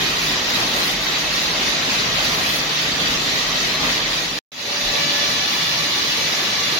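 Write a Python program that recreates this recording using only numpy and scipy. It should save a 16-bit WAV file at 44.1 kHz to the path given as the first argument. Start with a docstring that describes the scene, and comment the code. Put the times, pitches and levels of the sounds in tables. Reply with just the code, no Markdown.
"""Factory hall with rows of circular knitting machines. Needles rattle and clink on steel cams, suction
air hisses, drives hum and rumble, far rows merge into a din with a few dull thuds. Rattle and hiss
pulse with the nearest cylinder; air valves open now and then. The sound cuts out briefly and fades
back in at a second spot, beside one machine whose suction fan whines."""
import sys
import numpy as np
from scipy import signal
from scipy.fft import rfft, irfft, next_fast_len
from scipy.io import wavfile
from scipy.ndimage import uniform_filter1d, map_coordinates

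SR = 44100
rng = np.random.default_rng(int(sys.argv[2]) if len(sys.argv) > 2 else 0)


def wav_record(signal):
    """Record a signal, one row per channel, as 16-bit PCM in the file named by sys.argv[1]."""
    frames = np.transpose(np.atleast_2d(signal))
    bounded = np.clip(frames, -1, 1)
    # unit amplitude maps onto the largest positive 16-bit level
    quanta = np.round(bounded * 32767).astype(np.int16)
    wavfile.write(sys.argv[1], SR, quanta)


N = 299439
TIME_S = np.arange(N) / SR
MOVE_S = 4.45  # second spot takes over

# Needle contacts, near machines: tick_hz, turn_hz, level_db
NEAR_MACHINES = [(55.5, 3.7, -6), (49.1, 4.1, -8), (188, 4.4, -1), (240.4, 3.9, -1.5), (261.5, 4.7, -.5),
                 (383.6, 3.4, -1)]
# Rattle spectrum: freq_hz, density_db
STEEL_SPECTRUM = [(700, -64), (1500, -10), (1900, -6), (2550, -3), (2950, -4), (3400, -1.8), (3950, -0.1),
                  (4550, -2), (5100, -6), (5600, -6), (6200, -7.5), (7000, -13), (7700, -16.5),
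                  (8100, -63.5), (11000, -64)]
# Rattle colour, second spot: freq_hz, gain_db
SECOND_RATTLE_EQ = [(1500, 0.5), (2800, 1.9), (4000, 1.5), (5600, 2.5), (7000, 2.5), (8200, -7)]
# Slow levels, first spot: time_s, rattle_db, din_db, rumble_db
FIRST_LEVELS = [(0, -17.5, -22, -31), (0.4, -18, -22.5, -32), (0.75, -17, -22.5, -33.5),
                (1.0, -19, -22.5, -33.5), (1.2, -18, -23.5, -36.5), (1.42, -17.5, -22.5, -33),
                (2.3, -17, -21, -30.5), (2.68, -18.5, -23.5, -36.5), (2.88, -17.5, -23.2, -32),
                (4.0, -17.5, -23, -33.5)]
# Suction hiss spectrum: freq_hz, density_db
AIR_SPECTRUM = [(2000, -27), (5000, -43), (8000, 2.5), (9000, 4.5), (11200, 6.5), (13000, 4.5),
                (15500, 4.5)]
# Air valve openings: start_s, length_s, level_db
VALVE_BLASTS = [(0.0, 0.3, -39), (0.48, 0.45, -36), (0.72, 0.19, -34), (2.19, 0.46, -35.3),
                (2.33, 0.25, -35)]
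# Spectrum of the far rows: freq_hz, density_db
DIN_SPECTRUM = [(180, -35.5), (300, -5), (500, -5), (650, -5.5), (950, -5.5), (1170, -3.5), (1460, -6.5),
                (1900, -5), (2400, -9), (3200, -8.5), (5000, -67)]
# Drive rumble spectrum: freq_hz, density_db
RUMBLE_SPECTRUM = [(15, -47.5), (40, -6), (65, -6), (100, -6), (130, -3.5), (155, -2), (185, -2),
                   (290, -1.5), (360, -20), (520, -37), (1200, -86)]
# Deepest band of the rumble: freq_hz, share
DEEP_BAND = [(60, 1), (130, 0)]
# Dip of that band, second spot: time_s, gain_db
DEEP_GAIN = [(4.0, 0), (4.52, -12), (4.8, -12), (4.92, -3), (6.55, -4), (6.7, -10)]
# Drive and fan tones, first spot: pitch_hz, width_hz, level_db
FIRST_TONES = [(37.8, 5.9, -44), (156, 21, -43.5), (203.7, 21, -42.5), (251.6, 12, -43.5), (314, 24, -51),
               (584, 14, -49), (642, 34, -43.5), (1162, 27, -44.5), (1902, 55, -34), (2600, 60, -36.5),
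               (3120, 50, -35.5), (3826, 120, -36.5)]
# Thuds from the machine rows: peak_s, boom_db, knock_db
ROW_THUDS = [(0.59, -29, -20), (0.79, -45, -24.5), (2.41, -30.5, -27), (3.1, -28.5, -26.5),
             (3.87, -29.5, -22)]
# Drive and fan tones, second spot: pitch_hz, width_hz, level_db
SECOND_TONES = [(160, 11.6, -43), (1925, 50, -38)]
# Fan blade-rate harmonics: order, level_db
FAN_HARMONICS = [(1, -43), (2, -45), (3, -41.5), (4, -41), (5, -40), (6, -36), (7, -35.5), (8, -38.5),
                 (9, -42), (10, -43), (11, -51), (12, -56)]
# Fan gain as the microphone moves: time_s, blade_db, overtones_db
FAN_GAIN = [(4.55, 6, 0), (4.8, 8, 2.5), (5.0, 9.5, 7), (5.2, 9.5, 8.5), (5.35, 4, 6.5), (5.6, 1.5, 5),
            (6.05, 3.5, 5.5), (6.4, 0, 2), (6.79, -3, 5.5)]
# Left-right likeness of the hall sound: freq_hz, correlation
COHERENCE = [(60, .99), (170, .975), (260, .93), (480, .58), (800, .48), (1100, 0), (1500, -.1),
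             (2300, .08), (3500, 0), (6500, 0), (10000, .3)]
# Colour of the two ports: freq_hz, left_minus_right_db
BALANCE = [(300, -.25), (600, .4), (1150, -1), (1600, .6), (2300, 1.6), (3000, -.8), (6300, -1.3),
           (9000, 1.2), (12000, 0)]
# Sink, dropout and fade-in: time_s, gain_db
DROPOUT = [(4.05, -3.5), (4.389, -7.5), (4.391, -36), (4.42, -91), (4.516, -88), (4.519, -19), (4.6, -10),
           (4.7, -5), (4.88, -2)]


def from_db(db):
    """Decibels to gain."""
    return 10 ** (np.asarray(db) / 20)


def unit_rms(x):
    """Scale to unit power."""
    return x / np.sqrt(np.mean(x ** 2) + 1e-20)


def gains(rows):
    """Each dB column of a time table as a gain per sample."""
    time_s, *columns = np.transpose(rows)
    return [from_db(np.interp(TIME_S, time_s, db)) for db in columns]


def per_bin(points):
    """Table at every FFT bin, over log frequency."""
    hz, value = np.transpose(points)
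    bin_hz = np.fft.rfftfreq(next_fast_len(N), 1 / SR)
    return np.interp(np.log(bin_hz + 1), np.log(hz), value)


def filtered(x, response):
    """Apply a frequency response."""
    size = next_fast_len(N)
    return irfft(rfft(x, size) * response, size)[..., :N]


def by_spot(first, second):
    """Switch from first to second at MOVE_S."""
    return np.where(TIME_S > MOVE_S, second, first)


def drift(rate_hz):
    """Slow random wander, unit RMS."""
    hop, settle = 40, 2000
    r = np.exp(-2 * np.pi * rate_hz * hop / SR)
    noise = rng.standard_normal(N // hop + settle + 2)
    slow = unit_rms(signal.lfilter([1], [1, -2 * r, r * r], noise)[settle:])
    return np.interp(np.arange(N) / hop, np.arange(len(slow)), slow)


def patchy_noise(depth_db, rate_hz, patch_hz, ceiling=1):
    """Noise pair whose narrow bands swell and sink at random, a faint shimmer."""
    hz, time_s, cells = signal.stft(rng.standard_normal((2, N)), SR, nperseg=512)
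    grid = np.meshgrid(hz / patch_hz, time_s * rate_hz, indexing="ij")
    swell = map_coordinates(rng.standard_normal((400, 600)), grid, order=3, mode="mirror")
    return signal.istft(cells * from_db(depth_db * np.minimum(swell, ceiling)), SR)[1][:, :N]


def diffuse(pair, spectrum):
    """Colour and mix two signals as two close ports hear a hall: alike in the bass. Unit RMS."""
    alike = per_bin(COHERENCE)
    mid, side = filtered(pair, from_db(per_bin(spectrum)) * np.sqrt([1 + alike, 1 - alike]))
    return unit_rms(np.array([mid + side, mid - side]))


def cylinder_pulse(swing_db, turn_hz=3.594, peak_s=.289):
    """Gain over each turn of the nearest cylinder: broad arch, brief sag."""
    arch = np.abs(np.cos(np.pi * turn_hz * (TIME_S - peak_s)))
    return from_db(2 * swing_db * (arch - 2 / np.pi))


def needles(tick_hz, turn_hz, uneven_db=1.0, swell_db=3.8, jitter=.012, width_hz=107, parts=12):
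    """Needle butts hit the cams and ring small steel parts, harder once per cylinder turn."""
    passed = np.cumsum(tick_hz * (1 + jitter * drift(8))) / SR + rng.random()
    hits = np.flatnonzero(np.diff(np.floor(passed)))
    turn_db = swell_db * np.sin(2 * np.pi * (turn_hz * hits / SR + rng.random()))
    r = np.exp(-np.pi * width_hz / SR)
    rings = []
    for hz in np.linspace(1200, 7500, parts) + rng.uniform(-250, 250, parts):
        force = from_db(turn_db - uneven_db * rng.standard_normal(len(hits)))
        clicks = np.full(N, 1e-18)
        clicks[hits] = force * rng.choice([-1, 1], len(hits))
        rings.append(signal.lfilter([1, 0, -1], [1, -2 * r * np.cos(2 * np.pi * hz / SR), r * r], clicks))
    angles = rng.uniform(0, 2 * np.pi, parts)  # each part radiates its own way
    return unit_rms(np.array([np.cos(angles), np.sin(angles)]) @ rings)


def clinks(low_hz=1700, high_hz=6800, t60_s=.07, spread_db=6, count=4200):
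    """Latches and sinkers strike at random; each rings with its own pitch and direction."""
    t = np.arange(int(t60_s * SR)) / SR
    decay = from_db(-60 * t / t60_s)
    out = np.zeros((2, N + len(t)))
    for when, pitch, strength, bearing in rng.random((count, 4)):
        hz = low_hz + pitch * (high_hz - low_hz)
        ring = from_db(spread_db * strength) * decay * np.sin(2 * np.pi * hz * t)
        angle, at = 2 * np.pi * bearing, int(when * N)
        out[:, at:at + len(t)] += np.outer([np.cos(angle), np.sin(angle)], ring)
    return unit_rms(out[:, :N])


def rattle(first_gain, second_db=-21, even_s=.09):
    """Near ticks and clinks half merge with the dense rush of all other machines."""
    near = unit_rms(sum(from_db(db) * needles(tick_hz, turn_hz) for tick_hz, turn_hz, db in NEAR_MACHINES))
    close = from_db(-7) * near + from_db(-6.5) * clinks()
    far = unit_rms(patchy_noise(depth_db=10, rate_hz=24, patch_hz=105, ceiling=.5))
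    steel = diffuse(close + far, STEEL_SPECTRUM)
    power = uniform_filter1d(np.mean(steel ** 2, axis=0), int(even_s * SR))
    steel /= np.sqrt(power + 1e-12)  # steady, as a sum of very many parts
    return by_spot(first_gain * cylinder_pulse(swing_db=1.1) * steel,
                   filtered(steel, from_db(second_db + per_bin(SECOND_RATTLE_EQ))))


def suction(level_db=-35.5, flutter_db=.95, attack_s=.022, release_s=.02):
    """Fluttering air hiss; pulses with the cylinder at the first spot, jumps while a valve is open."""
    power = (from_db(level_db) * by_spot(cylinder_pulse(swing_db=1.5), 1)) ** 2
    for start_s, length_s, db in VALVE_BLASTS:
        age_s = TIME_S - start_s
        opening = np.clip(np.minimum(age_s / attack_s, 1 - (age_s - length_s) / release_s), 0, 1)
        power += (from_db(db) * opening) ** 2
    hiss = diffuse(patchy_noise(depth_db=6.5, rate_hz=24, patch_hz=200), AIR_SPECTRUM)
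    return np.sqrt(power) * from_db(flutter_db * drift(22)) * hiss


def far_rows(first_gain, knock_gain, second_db=-25.5, flutter_db=.38):
    """Din of distant machines, heard only as reverberation; swells with each thud."""
    gain = by_spot(first_gain * cylinder_pulse(swing_db=.3), from_db(second_db))
    gain *= from_db(flutter_db * drift(9.9))
    din = diffuse(patchy_noise(depth_db=2, rate_hz=18, patch_hz=150.3), DIN_SPECTRUM)
    return np.hypot(gain, knock_gain) * din


def drive_rumble(first_gain, boom_gain, second_db=-34.5):
    """Reverberant drive noise; swells with each thud, less deep at the second spot."""
    gain = np.hypot(by_spot(first_gain, from_db(second_db)), boom_gain)
    rumble = gain * diffuse(patchy_noise(depth_db=2.5, rate_hz=20, patch_hz=86), RUMBLE_SPECTRUM)
    deep = filtered(rumble, per_bin(DEEP_BAND))
    return rumble - (1 - gains(DEEP_GAIN)[0]) * deep


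def drive_hum(pitch_hz=155.8, wobble=.02093, level_db=-40):
    """Core of the drive hum: one wandering sine, alike at both ports."""
    phase = 2 * np.pi * np.cumsum(pitch_hz * (1 + wobble * drift(3.34))) / SR
    return from_db(level_db) * np.sqrt(2) * np.sin(phase)


def hall_tone(hz, width_hz):
    """Machine tone blurred by many paths through the hall; low ones reach both ports alike."""
    alike = np.interp(hz, *np.transpose(COHERENCE))
    phase = 2 * np.pi * hz * TIME_S
    cosine, sine = np.cos(phase), np.sin(phase)
    mid, side = [np.sqrt(share / 2) * (cosine * drift(width_hz / 2) + sine * drift(width_hz / 2))
                 for share in (1 + alike, 1 - alike)]
    return np.array([mid + side, mid - side])


def thuds(half_width_s=.071):
    """Boom and knock gains; the hall blurs each thud into a short swell."""
    return sum(np.outer(from_db([boom_db, knock_db]), np.exp(-((TIME_S - peak_s) / half_width_s) ** 2))
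               for peak_s, boom_db, knock_db in ROW_THUDS)


def suction_fan(blade_hz=577.7, wobble=.00257, flutter_db=3, scatter_db=-4, rise_db_per_order=2.5):
    """Blade-rate harmonics at unsteady speed: low ones direct, high ones blurred by reflections."""
    phase = 2 * np.pi * np.cumsum(blade_hz * (1 + wobble * drift(11.9))) / SR
    blade_gain, overtone_gain = gains(FAN_GAIN)
    out = 0
    for order, db in FAN_HARMONICS:
        port_phase = np.outer([1, -1], rng.uniform(0, .98))
        direct = unit_rms(np.sin(order * phase + port_phase) * from_db(flutter_db * drift(5.6)))
        scatter_gain = from_db(scatter_db + rise_db_per_order * (order - 1.5))
        scattered = scatter_gain * hall_tone(order * blade_hz, width_hz=13 * order)
        gain = from_db(db) * (blade_gain if order == 1 else overtone_gain)
        out += gain * unit_rms(direct + scattered)
    return out


def bump(centre_s=4.875, half_width_s=.035, pitch_hz=35.8, level_db=-30):
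    """Soft bump: a few slow swings of the microphone body."""
    t = TIME_S - centre_s
    return from_db(level_db) * np.exp(-(t / half_width_s) ** 2) * np.sin(2 * np.pi * pitch_hz * t)


def scene():
    """One hall, two spots: pulsing at the first, steady with a fan whine at the second."""
    rattle_gain, din_gain, rumble_gain = gains(FIRST_LEVELS)
    boom_gain, knock_gain = thuds()
    hall = rattle(rattle_gain) + far_rows(din_gain, knock_gain) + drive_rumble(rumble_gain, boom_gain)
    first = drive_hum() + sum(from_db(db) * hall_tone(hz, width_hz) for hz, width_hz, db in FIRST_TONES)
    second = sum(from_db(db) * hall_tone(hz, width_hz) for hz, width_hz, db in SECOND_TONES)
    second += suction_fan() + bump()
    return hall + suction() + by_spot(first, second)


def record(dry, cutoff_hz=15900):
    """Port colour, dropout between the spots, steep low-pass."""
    coloured = filtered(dry, from_db(np.outer([.5, -.5], per_bin(BALANCE))))
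    lowpass = signal.ellip(12, .1, 80, cutoff_hz, fs=SR, output="sos")
    return signal.sosfilt(lowpass, coloured * gains(DROPOUT)[0])


dry = scene()
out = record(dry)
wav_record(out)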